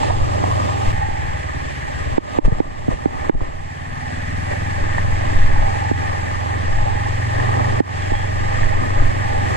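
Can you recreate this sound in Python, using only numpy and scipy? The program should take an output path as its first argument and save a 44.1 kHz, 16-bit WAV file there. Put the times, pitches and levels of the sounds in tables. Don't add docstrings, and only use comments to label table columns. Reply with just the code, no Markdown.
import sys
import numpy as np
from scipy import signal
from scipy.fft import rfft, irfft
from scipy.io import wavfile
from scipy.ndimage import uniform_filter1d

SR = 44100
rng = np.random.default_rng(int(sys.argv[2]) if len(sys.argv) > 2 else 0)


def transcribe(signal):
    frames = np.atleast_2d(signal).T
    limited = np.clip(frames, -1, 1)
    pcm = np.round(limited * 32767).astype(np.int16)
    wavfile.write(sys.argv[1], SR, pcm)


def ratio(d):
    e = np.asarray(d, float) / 20
    return 10 ** e


N = 421596
TIME = np.arange(N) / SR
CUT_START_S, CUT_END_S = .9213, .9268


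def unit(x):
    return x / np.sqrt(np.mean(np.abs(x) ** 2))


def ring(x, hz, width):
    r = np.exp(-np.pi * 1.5 * width / SR)
    pole = r * np.exp(2j * np.pi * hz / SR)
    return signal.lfilter([(1 - r) ** 2], [1, -2 * pole, pole ** 2], x)


def band(x, low_hz, high_hz):
    return signal.sosfilt(signal.butter(2, [low_hz, high_hz], "bandpass", fs=SR, output="sos"), x)


def walk(rate):
    hold = int(SR / rate)
    levels = np.repeat(rng.standard_normal(N // 200), hold)[:N]
    return unit(uniform_filter1d(uniform_filter1d(levels, hold), hold))


def columns(rows):
    s, *values = np.transpose(rows)
    return [np.interp(TIME, s, v) for v in values]


def swells(rows):
    s, half_s, *values = np.transpose(rows)
    coarse = TIME[::64]
    bells = np.exp(-((coarse - s[:, None]) / half_s[:, None]) ** 2)
    return [np.interp(TIME, coarse, v @ bells) for v in values]


def coloured(spectrum, alike):
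    hz, db = np.transpose(spectrum)
    common, left, right = rng.standard_normal((3, N))
    pair = np.sqrt(alike) * common + np.sqrt(1 - alike) * np.array([left, right])
    bins_hz = np.arange(N // 2 + 1) * SR / N
    gain = ratio(np.interp(np.log(bins_hz + 1), np.log(hz), db))
    return unit(irfft(rfft(pair) * gain, N))


def body(modes, gate, grit_db, flicker_db, swell_db):
    out, swell = 0, swell_db * walk(6.6)
    for hz, width, db, pan_db, lead, alike in modes:
        grains = np.minimum(rng.exponential(size=N // 128 + 1), 4)
        grit = np.repeat(ratio(grit_db * grains), 128)[:N]
        common, left, right = (unit(ring(grit * gate * v, hz, width)) for v in rng.standard_normal((3, N)))
        pair = np.sqrt(alike) * np.array([common * np.exp(1j * lead), common])
        pair = pair + np.sqrt(1 - alike) * np.array([left, right])
        pan = np.array([[pan_db], [-pan_db]]) / 2
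        out = out + ratio(db + swell + flicker_db * walk(14) + pan) * pair.real
    return out / np.std(out.mean(axis=0))


def crank():
    # t/s, cycle rate/Hz
    speed = [(0, 23.05), (.92, 23.05), (.93, 20.5), (1.27, 18.8), (2.1, 16.9), (3.04, 17.05), (3.64, 18.05),
             (4.59, 21.05), (5.4, 22.7), (5.64, 22), (6.11, 21.5), (6.73, 21.75), (7.21, 22.65),
             (7.75, 24.9), (8.05, 23.6), (8.45, 23.7), (9.12, 23.9), (9.58, 23.2)]
    # t/s, half length/s, change/Hz
    bends = [(1.55, .25, .36), (2.4, .25, -.32), (2.1, .1, -.5), (2.95, .2, -.55), (3.8, .15, .5),
             (5.52, .06, -2.3), (6.6, .3, .15), (7.92, .08, -1.6), (8.61, .07, 1.6), (8.72, .05, -1),
             (9.29, .09, -1.7)]
    start = .125 + .57 * (TIME > CUT_END_S)
    return np.cumsum(columns(speed)[0] + swells(bends)[0]) / SR + start


def exhaust(cycles, shut, load_db):
    # f/Hz, width/Hz, level/dB
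    upper_modes = [(150, 60, 1), (240, 36, 1.5)]
    # t/s, half length/s, change/dB
    throttle = [
        (5.65, .2, -3),
        (6.2, 0.21, -3.5),
        (7.6, 0.32, 4.5),
        (8.15, 0.31, -5),
        (8.75, 0.074, -1),
        (9.2, .3, -1.5),
    ]
    bright_db = swells(throttle)[0]
    upper_db = -26 - 16 * shut + swells([(4.05, 1.0, 15)])[0]

    first = np.arange(1, int(cycles[-1]))
    chance = rng.standard_normal((300, 4))[:len(first)].T
    jitter = .003
    pulses, puffs = np.zeros((2, N))
    for k, (place, db) in enumerate([(0, 0), (.247, -1.5)]):
        at = np.interp(first + place + jitter * chance[k], cycles, np.arange(N)).astype(int)
        pulses[at] = ratio(db + .5 * chance[k + 2])
        at = np.interp(first + place + 4 * jitter * chance[k], cycles, np.arange(N)).astype(int)
        puffs[at] = ratio(2 * chance[k + 2])

    pipe = unit(band(ring(pulses, 101, 50).imag, 72, 145))
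    turn = np.exp(10j * np.pi * cycles)
    still = pipe / turn
    slow = uniform_filter1d(still.real, size=2000) + 1j * uniform_filter1d(still.imag, size=2000)
    pipe = pipe + (ratio(bright_db) - 1) * 2 * (slow * turn).real

    upper = sum(ratio(db) * ring(pulses, hz, width).imag for hz, width, db in upper_modes)
    upper = unit(band(upper, 110, 330))
    drone = unit(band(ring(pulses, 71, 30).imag, 40, 120))
    puff = unit(band(band(ring(puffs, 92, 90).imag, 40, 170), 40, 170))
    pulling = ratio(upper_db + bright_db) * upper - pipe - ratio(-26 - 1.01 * bright_db) * drone
    boom = ratio(load_db + 3.5) * ((1 - shut) * pulling + shut * ratio(1) * puff)
    return np.array([np.roll(boom, 22), boom])


def shell(gate, shaken_db):
    # f/Hz, width/Hz, level/dB, left minus right/dB, left lead/rad, share alike
    shell_modes = [(95.8, 32, -4.5, -1, 2.7, 0.29), (130, 122, -9, 2, 2.13, 0.41),
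                   (265, 120, -6.5, -2.5, 2.6, 0.72), (428, 222, -8, -4.5, 2.89, 0.91),
                   (602, 90, -5.5, -4, 2.94, 0.97), (773, 133, -10, -7.5, 3.05, 0.91),
                   (1066, 180, -4.5, 1, 2.75, 0.98), (1220.5, 62, -8, 2.5, 3.08, 0.94)]
    return ratio(shaken_db) * body(shell_modes, gate, 2.85, 0.76, 0.48)


def panel(gate, air_db):
    # f/Hz, width/Hz, level/dB, left minus right/dB, left lead/rad, share alike
    panel_mode = [(827.7, 61, 0, -2.5, 2.59, 0.98)]
    # t/s, half length/s, level/dB
    spells = [(0, 0.33, 5.5), (1.1, 0.26, 10), (2.35, 0.51, 2), (3.12, 0.13, 9.5), (4.7, 0.15, 2),
              (5.3, 0.11, 2.5), (5.9, 0.55, 8), (6.91, 0.19, 11.5), (7.54, 0.34, 5), (8.12, 0.16, 5.5),
              (9.35, 0.18, 10)]
    return ratio(air_db - 5.5 + swells(spells)[0] + 3) * body(panel_mode, gate, 0.91, 2.1, 0.99)


def port(gate, air_db, load_db, first_scene):
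    # f/Hz, width/Hz, level/dB, left minus right/dB, left lead/rad, share alike
    port_modes = [(1770, 215, 5, 7.5, 2, 0.96), (1895, 263, 1.5, -10, 0.27, 0.9),
                  (2298, 320, -8, -16, 1.4, 0.38)]
    port_db = air_db + 9 - 7 * first_scene + 0.13 * (load_db - load_db.mean())
    return ratio(port_db - 0.94) * body(port_modes, gate, 0.69, 0.83, 0.08)


def vent(gate, air_db):
    # f/Hz, width/Hz, level/dB, left minus right/dB, left lead/rad, share alike
    vent_modes = [(2825, 1380, 0.5, -4.5, 0.24, 0.77), (5040, 1250, -4.5, -2, 3.28, 1),
                  (7480, 430, -7, 1.5, 2.1, 0.19)]
    return ratio(air_db - 0.5) * body(vent_modes, gate, 1.0, 0.58, 0.71)


def hiss(air_db):
    # f/Hz, density/dB per Hz
    hiss_spectrum = [(1530, -3.5), (2600, 0), (3300, -7), (4000, -15.5), (4440, -7.5), (4900, -12),
                     (6540, -9.5), (7640, -12), (8250, -11.5), (12400, -24), (13200, -28), (15500, -30)]
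    flutter_db = 0.65 * walk(30) + .5 * walk(7.2)
    left, right = ratio(air_db + 2 + flutter_db) * coloured(hiss_spectrum, 0.25)
    return np.array([np.roll(left, 21), right])


def buffet(road_db, gust_db):
    # f/Hz, density/dB per Hz
    buffet_spectrum = [(4, -25), (9, 0), (20, -6), (32, -13.5), (45, -18), (80, -24), (150, -32),
                       (700, -125)]
    return ratio(road_db + 6.5 + gust_db + 5 * walk(7.2)) * coloured(buffet_spectrum, 0.58)


def rattles():
    # t/s, peak/dB, ring f/Hz, fade/s
    taps = [(0.0315, -11, 880, 0.0033), (0.082, -21, 570, 0.014), (0.098, -19, 946, 0.0086),
            (0.099, -9, 540, 0.0018), (0.106, -6, 730, 0.0027), (0.228, -23, 850, 0.0062),
            (0.44, -4, 794, 0.0022), (0.596, -54, 806, 0.005), (1.1, -21, 843, 0.01),
            (1.104, -44, 895, 0.0068), (2.448, -42, 501, 0.0046), (2.448, -18, 501, 0.002),
            (2.455, -36, 905, 0.0037), (2.481, -34, 527, 0.0045), (2.519, -19, 467, 0.0055),
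            (2.913, -30, 790, 0.0043), (2.9165, -20.5, 540, 0.0084), (2.93, -23, 510, 0.0054),
            (3.34, -29, 820, 0.005), (3.4065, -15, 1020, 0.0017), (4.78, -25, 575, 0.018),
            (4.973, -18, 600, 0.0036), (4.982, -2, 880, 0.0012), (4.985, -27, 773, 0.005),
            (3.433, -24, 420, 0.0031), (2.8813, -17, 680, 0.0023), (3.2944, -11, 1720, 0.00094),
            (8.6317, -14, 890, .002), (2.462, -24, 620, .003), (2.486, -21, 450, 0.0027),
            (2.528, -22, 600, 0.0027), (3.419, -24, 560, .003), (3.425, -28, 640, 0.0026),
            (2.924, -31, 420, .004), (2.937, -24, 597, .004)]
    # t/s, peak/dB
    pings = [(5.5, -30), (5.56, -20), (5.624, -24), (5.676, -25), (5.741, -21), (5.883, -34), (5.957, -36),
             (6.149, -23), (6.191, -24), (6.31, -47), (6.415, -29), (6.785, -25), (6.839, -42),
             (6.882, -29), (6.927, -23), (6.973, -23), (7.018, -24), (7.061, -22), (7.448, -31),
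             (7.498, -30), (7.534, -25), (7.564, -28), (7.604, -23), (7.641, -21), (7.701, -28),
             (7.894, -39), (8.042, -42), (8.134, -24), (8.239, -24), (8.344, -32), (8.433, -31),
             (8.465, -27), (8.518, -27), (8.638, -34), (8.727, -22.5), (8.96, -23), (9.164, -30),
             (9.301, -26), (9.438, -20.5), (9.507, -43)]
    # t/s, peak/dB
    port_ticks = [(4.524, -13.5), (4.9028, -22), (4.9475, -14), (4.983, -11.5), (5.3057, -29),
                  (5.3352, -18), (5.417, -16), (5.8859, -16), (5.9882, -27), (6.2794, -18), (6.4501, -21),
                  (6.6764, -31), (7.2263, -21), (7.3987, -12), (7.4553, -22.5), (7.5398, -14),
                  (7.5701, -25), (7.593, -24), (7.6459, -17), (7.699, -15), (7.7876, -25), (8.2944, -22),
                  (8.5558, -28), (8.6317, -13.5)]
    out, t = np.zeros((2, N)), np.arange(2048) / SR
    for s, db, hz, fade in taps + [(s, db + 4, 836, 0.0072) for s, db in pings]:
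        modes = np.sin(2 * np.pi * hz * t) + 0.24 * np.sin(2 * np.pi * 1.2 * hz * t)
        pair = modes * np.array([[-.4], [1]])
        pair = pair + ratio(-22) * np.sin(2 * np.pi * 1850 * t)
        swell = (1 - np.exp(-t / 0.0012)) * np.exp(-t / fade)
        out[:, int(s * SR):][:, :len(t)] += ratio(db + 8) * pair * swell
    tick = np.sin(2 * np.pi * 1822 * t) * (1 - np.exp(-t / 0.001)) * np.exp(-t / 0.003)
    for s, db in port_ticks:
        out[:, int(s * SR):][:, :len(t)] += ratio(db) * tick
    return out


def intake(gate, shut):
    # f/Hz, width/Hz, level/dB, left minus right/dB, left lead/rad, share alike
    breath = [(106.5, 40, 0, 0.02, 0.85, 1)]
    return ratio(-42) * shut * body(breath, gate, 1.0, 1.0, 0.79)


def knocks():
    # t/s, strength/dB, pitch share, gain duck/dB
    jerks = [(2.1799, -0.3, 1.06, 19), (2.3858, 0, 1.06, 27.5), (2.477, -8.5, 0.75, 1.5),
             (2.6018, -1.5, 1, 9), (2.881, -5.5, 0.71, 7), (2.8856, -9, 0.9, -1), (3.057, -1.5, 0.97, 6.5),
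             (3.295, 0.5, 1.05, 23), (3.35, -17, 0.83, 8), (3.412, -15, 0.94, 0), (5.9128, -4, 0.89, 1),
             (7.8029, -.5, 0.97, 24), (8.1185, -7.5, 0.86, 1), (1.086, -17, 0.94, 1)]
    # f/Hz, fade/s, growth per ms at the left port, at the right port
    mount_modes = [(162, .002, 0, -.29), (289, .0027, -.3, .68), (445, .0012, 1.19, -1.82),
                   (837, .0017, -.3, .52), (1410, .0005, -.35, .65)]
    out, duck_db = np.zeros((2, N)), np.zeros(N)
    for s, db, pitch, depth_db in jerks:
        t = np.maximum(TIME - s, 0)
        near = slice(int(s * SR), int(s * SR) + 2048)
        u = pitch * t[near]
        for hz, fade, left, right in mount_modes:
            growth = np.array([[left], [right]]) * u / .001
            out[:, near] += ratio(db) * growth * np.exp(-u / fade) * np.sin(2 * np.pi * hz * u)
        out[:, near] += ratio(2 * db - 24) * np.exp(-u / .0015) * np.sin(2 * np.pi * 2080 * u)
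        duck_db -= depth_db * (1 - np.exp(-t / 0.00035)) * np.exp(-t / 0.069)
    return out, duck_db


def heaves():
    # t/s, level/dB, f/Hz, left lead/s, direction
    pushes = [(2.434, -11, 26.8, 0.0061, -0.77), (2.46, -5, 32.2, 0.0095, 0.74),
              (2.522, -0.5, 122, 0.0023, 0.54), (2.883, -2.5, 157, -0.0026, 0.66),
              (2.922, -11, 37.8, 0.0052, 0.66), (3.058, -19, 118, -0.013, 0.66),
              (3.344, -18, 110, 0.0061, -0.78), (3.417, -10, 91, 0.0035, -.7),
              (2.4546, -12, 105, .001, -.7), (2.4762, -13, 130, 0.0012, -0.75),
              (3.336, -11.5, 24.2, 0.01, 0.93), (3.408, -21, 66.5, 0, 0.48)]
    out = 0
    for s, db, hz, lead, way in pushes:
        turns = np.clip(hz * (TIME - s + np.array([[lead], [0]])), 0, 1.5)
        out = out + way * ratio(db) * np.sin(2 * np.pi * turns) * np.sin(np.pi * turns / 1.5)
    return out


def gears(cycles):
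    blur = walk(39.8) + 1j * walk(39.8)
    tone = (blur * np.exp(2j * np.pi * 37 * cycles)).real
    spell = swells([(4.47, 0.7, 1)])[0]
    return ratio(-38.5) * spell * tone * np.array([[-.2], [1]])


def gap(gate):
    # f/Hz, width/Hz, level/dB, left minus right/dB, left lead/rad, share alike
    whistle = [(3260, 160, 0, 0, .3, 0.7)]
    spell = swells([(8.15, 0.14, 0.95)])[0]
    return ratio(-44.5) * spell * body(whistle, gate, 1.0, 1.0, .5)


def scene():
    # t/s, engine load/dB, air speed/dB, road roughness/dB
    ride = [(0, -27, -44, -30.5), (.92, -28.5, -41, -33.5), (.93, -28, -44.5, -35.5),
            (1.7, -33, -43.5, -37.5), (2.15, -29.5, -46, -33.5), (2.4, -53, -43, -25),
            (2.75, -44, -49.5, -39.5), (2.95, -36, -48.5, -38.5), (3.27, -32, -47, -30.5),
            (3.6, -35, -51, -41), (4.3, -29.5, -43, -37), (5.2, -27, -42, -31), (6.0, -26, -42, -32.5),
            (6.4, -28.5, -43.5, -33.5), (7.1, -26, -43, -35), (7.7, -26.5, -41, -29), (8.3, -28, -43, -34),
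            (9.56, -26.5, -42, -25.5)]
    # t/s, half length/s, buffet/dB, rush/dB, shake/dB
    gusts = [(.04, 0.064, 1, 5.5, 3), (.23, 0.035, 8, 0.5, 0), (.5, 0.3, -1.5, 3, 4.5),
             (.78, 0.084, -4.5, -0.5, 2), (1.25, .12, 0, 0.5, 0.5), (8.45, 0.09, 2.5, 1, 1),
             (9.05, 0.12, 2, 0, 0.5), (.88, 0.048, 11.5, 1.5, 2), (3.02, .05, -7, -0.5, 0.5),
             (9.53, .07, -8, 1, 0.5), (6.8, 0.14, 3, 0, 1), (1.48, 0.06, -2, -0.5, 1),
             (2.3, 0.081, -4, -0.5, -4), (2.455, 0.011, 25.5, 13.5, 10), (2.92, 0.028, 2, 7, 13),
             (3.21, 0.074, -2, 1.5, -2), (3.42, 0.065, 12, 3.5, 5.5), (3.72, 0.054, -14, 1, -2),
             (4.25, 0.16, 5, -1, 0), (4.52, 0.022, 5, 2.5, 4.5), (4.83, 0.034, 7, 0, 1),
             (5.11, 0.091, 4.5, -0.5, -1.5), (5.43, 0.043, 3, -0.5, -3), (5.94, 0.032, 7, -3, -8),
             (6.55, 0.099, -11, 0.5, 2), (7.08, 0.027, 7, 0.5, 3), (7.42, 0.08, 4, 1, 3.5),
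             (7.59, 0.058, -4, 0, 3.5), (8.6, 0.064, 3.5, 2.5, 1.5), (8.91, 0.1, -8, 0.5, -0.5),
             (9.34, 0.34, -6, 0.5, -5)]
    load_db, air_db, road_db = columns(ride)
    gust_db, rush_db, shake_db = swells(gusts)
    air_db = air_db + rush_db
    cycles = crank()
    first_scene = TIME < CUT_END_S
    shut = ~first_scene / (1 + np.exp((TIME - 3.35) / .1))
    gate = 1 + 0.033 * np.cos(8 * np.pi * cycles) + 0.086 * np.cos(2 * np.pi * cycles)

    mix = exhaust(cycles, shut, load_db) + intake(gate, shut) + gears(cycles)
    mix = mix + shell(gate, road_db + shake_db) + panel(gate, air_db)
    mix = mix + port(gate, air_db, load_db, first_scene) + vent(gate, air_db) + gap(gate)
    mix = mix + hiss(air_db) + buffet(road_db, gust_db)
    knock, duck_db = knocks()
    return ratio(duck_db) * mix + knock + rattles() + heaves()


def limit(x):
    return x / (1 + x ** 8) ** (1 / 8)


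def treble_holes(x):
    # f/Hz, share
    holes = [(4400, 0), (5300, .15), (5900, .03), (8000, .06), (10200, .5), (13000, .6)]
    # from t/s, f/Hz
    top_edges = [(0, 13700), (.9, 15000), (2.2, 13800), (7.8, 14500)]
    size = 2048
    hz, s, z = signal.stft(x, SR, nperseg=size)
    wide, long = round(170 * size / SR), round(.075 * SR / size * 2)
    chance = rng.standard_normal(z.shape[1:])
    chance = uniform_filter1d(uniform_filter1d(chance, wide, axis=0), long, axis=1)
    rank = chance.ravel().argsort().argsort().reshape(chance.shape) / chance.size
    starts, edge_hz = np.transpose(top_edges)
    over = (hz[:, None] - edge_hz[np.searchsorted(starts, s, "right") - 1]) / 2000
    share = np.interp(hz, *np.transpose(holes))[:, None] + np.clip(over + .5, 0, 1)
    return signal.istft(z * (rank >= share), SR, nperseg=size)[1][:, :N]


def low_pass(x):
    return signal.sosfilt(signal.butter(12, 15500, fs=SR, output="sos"), x)


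def record(dry):
    blank = (TIME > CUT_START_S) & (TIME < CUT_END_S)
    fade = uniform_filter1d(np.where(blank, ratio(-30), 1.), size=5)
    mix = treble_holes(limit(dry)) * fade
    return low_pass(mix)


dry = scene()
out = record(dry)
transcribe(out)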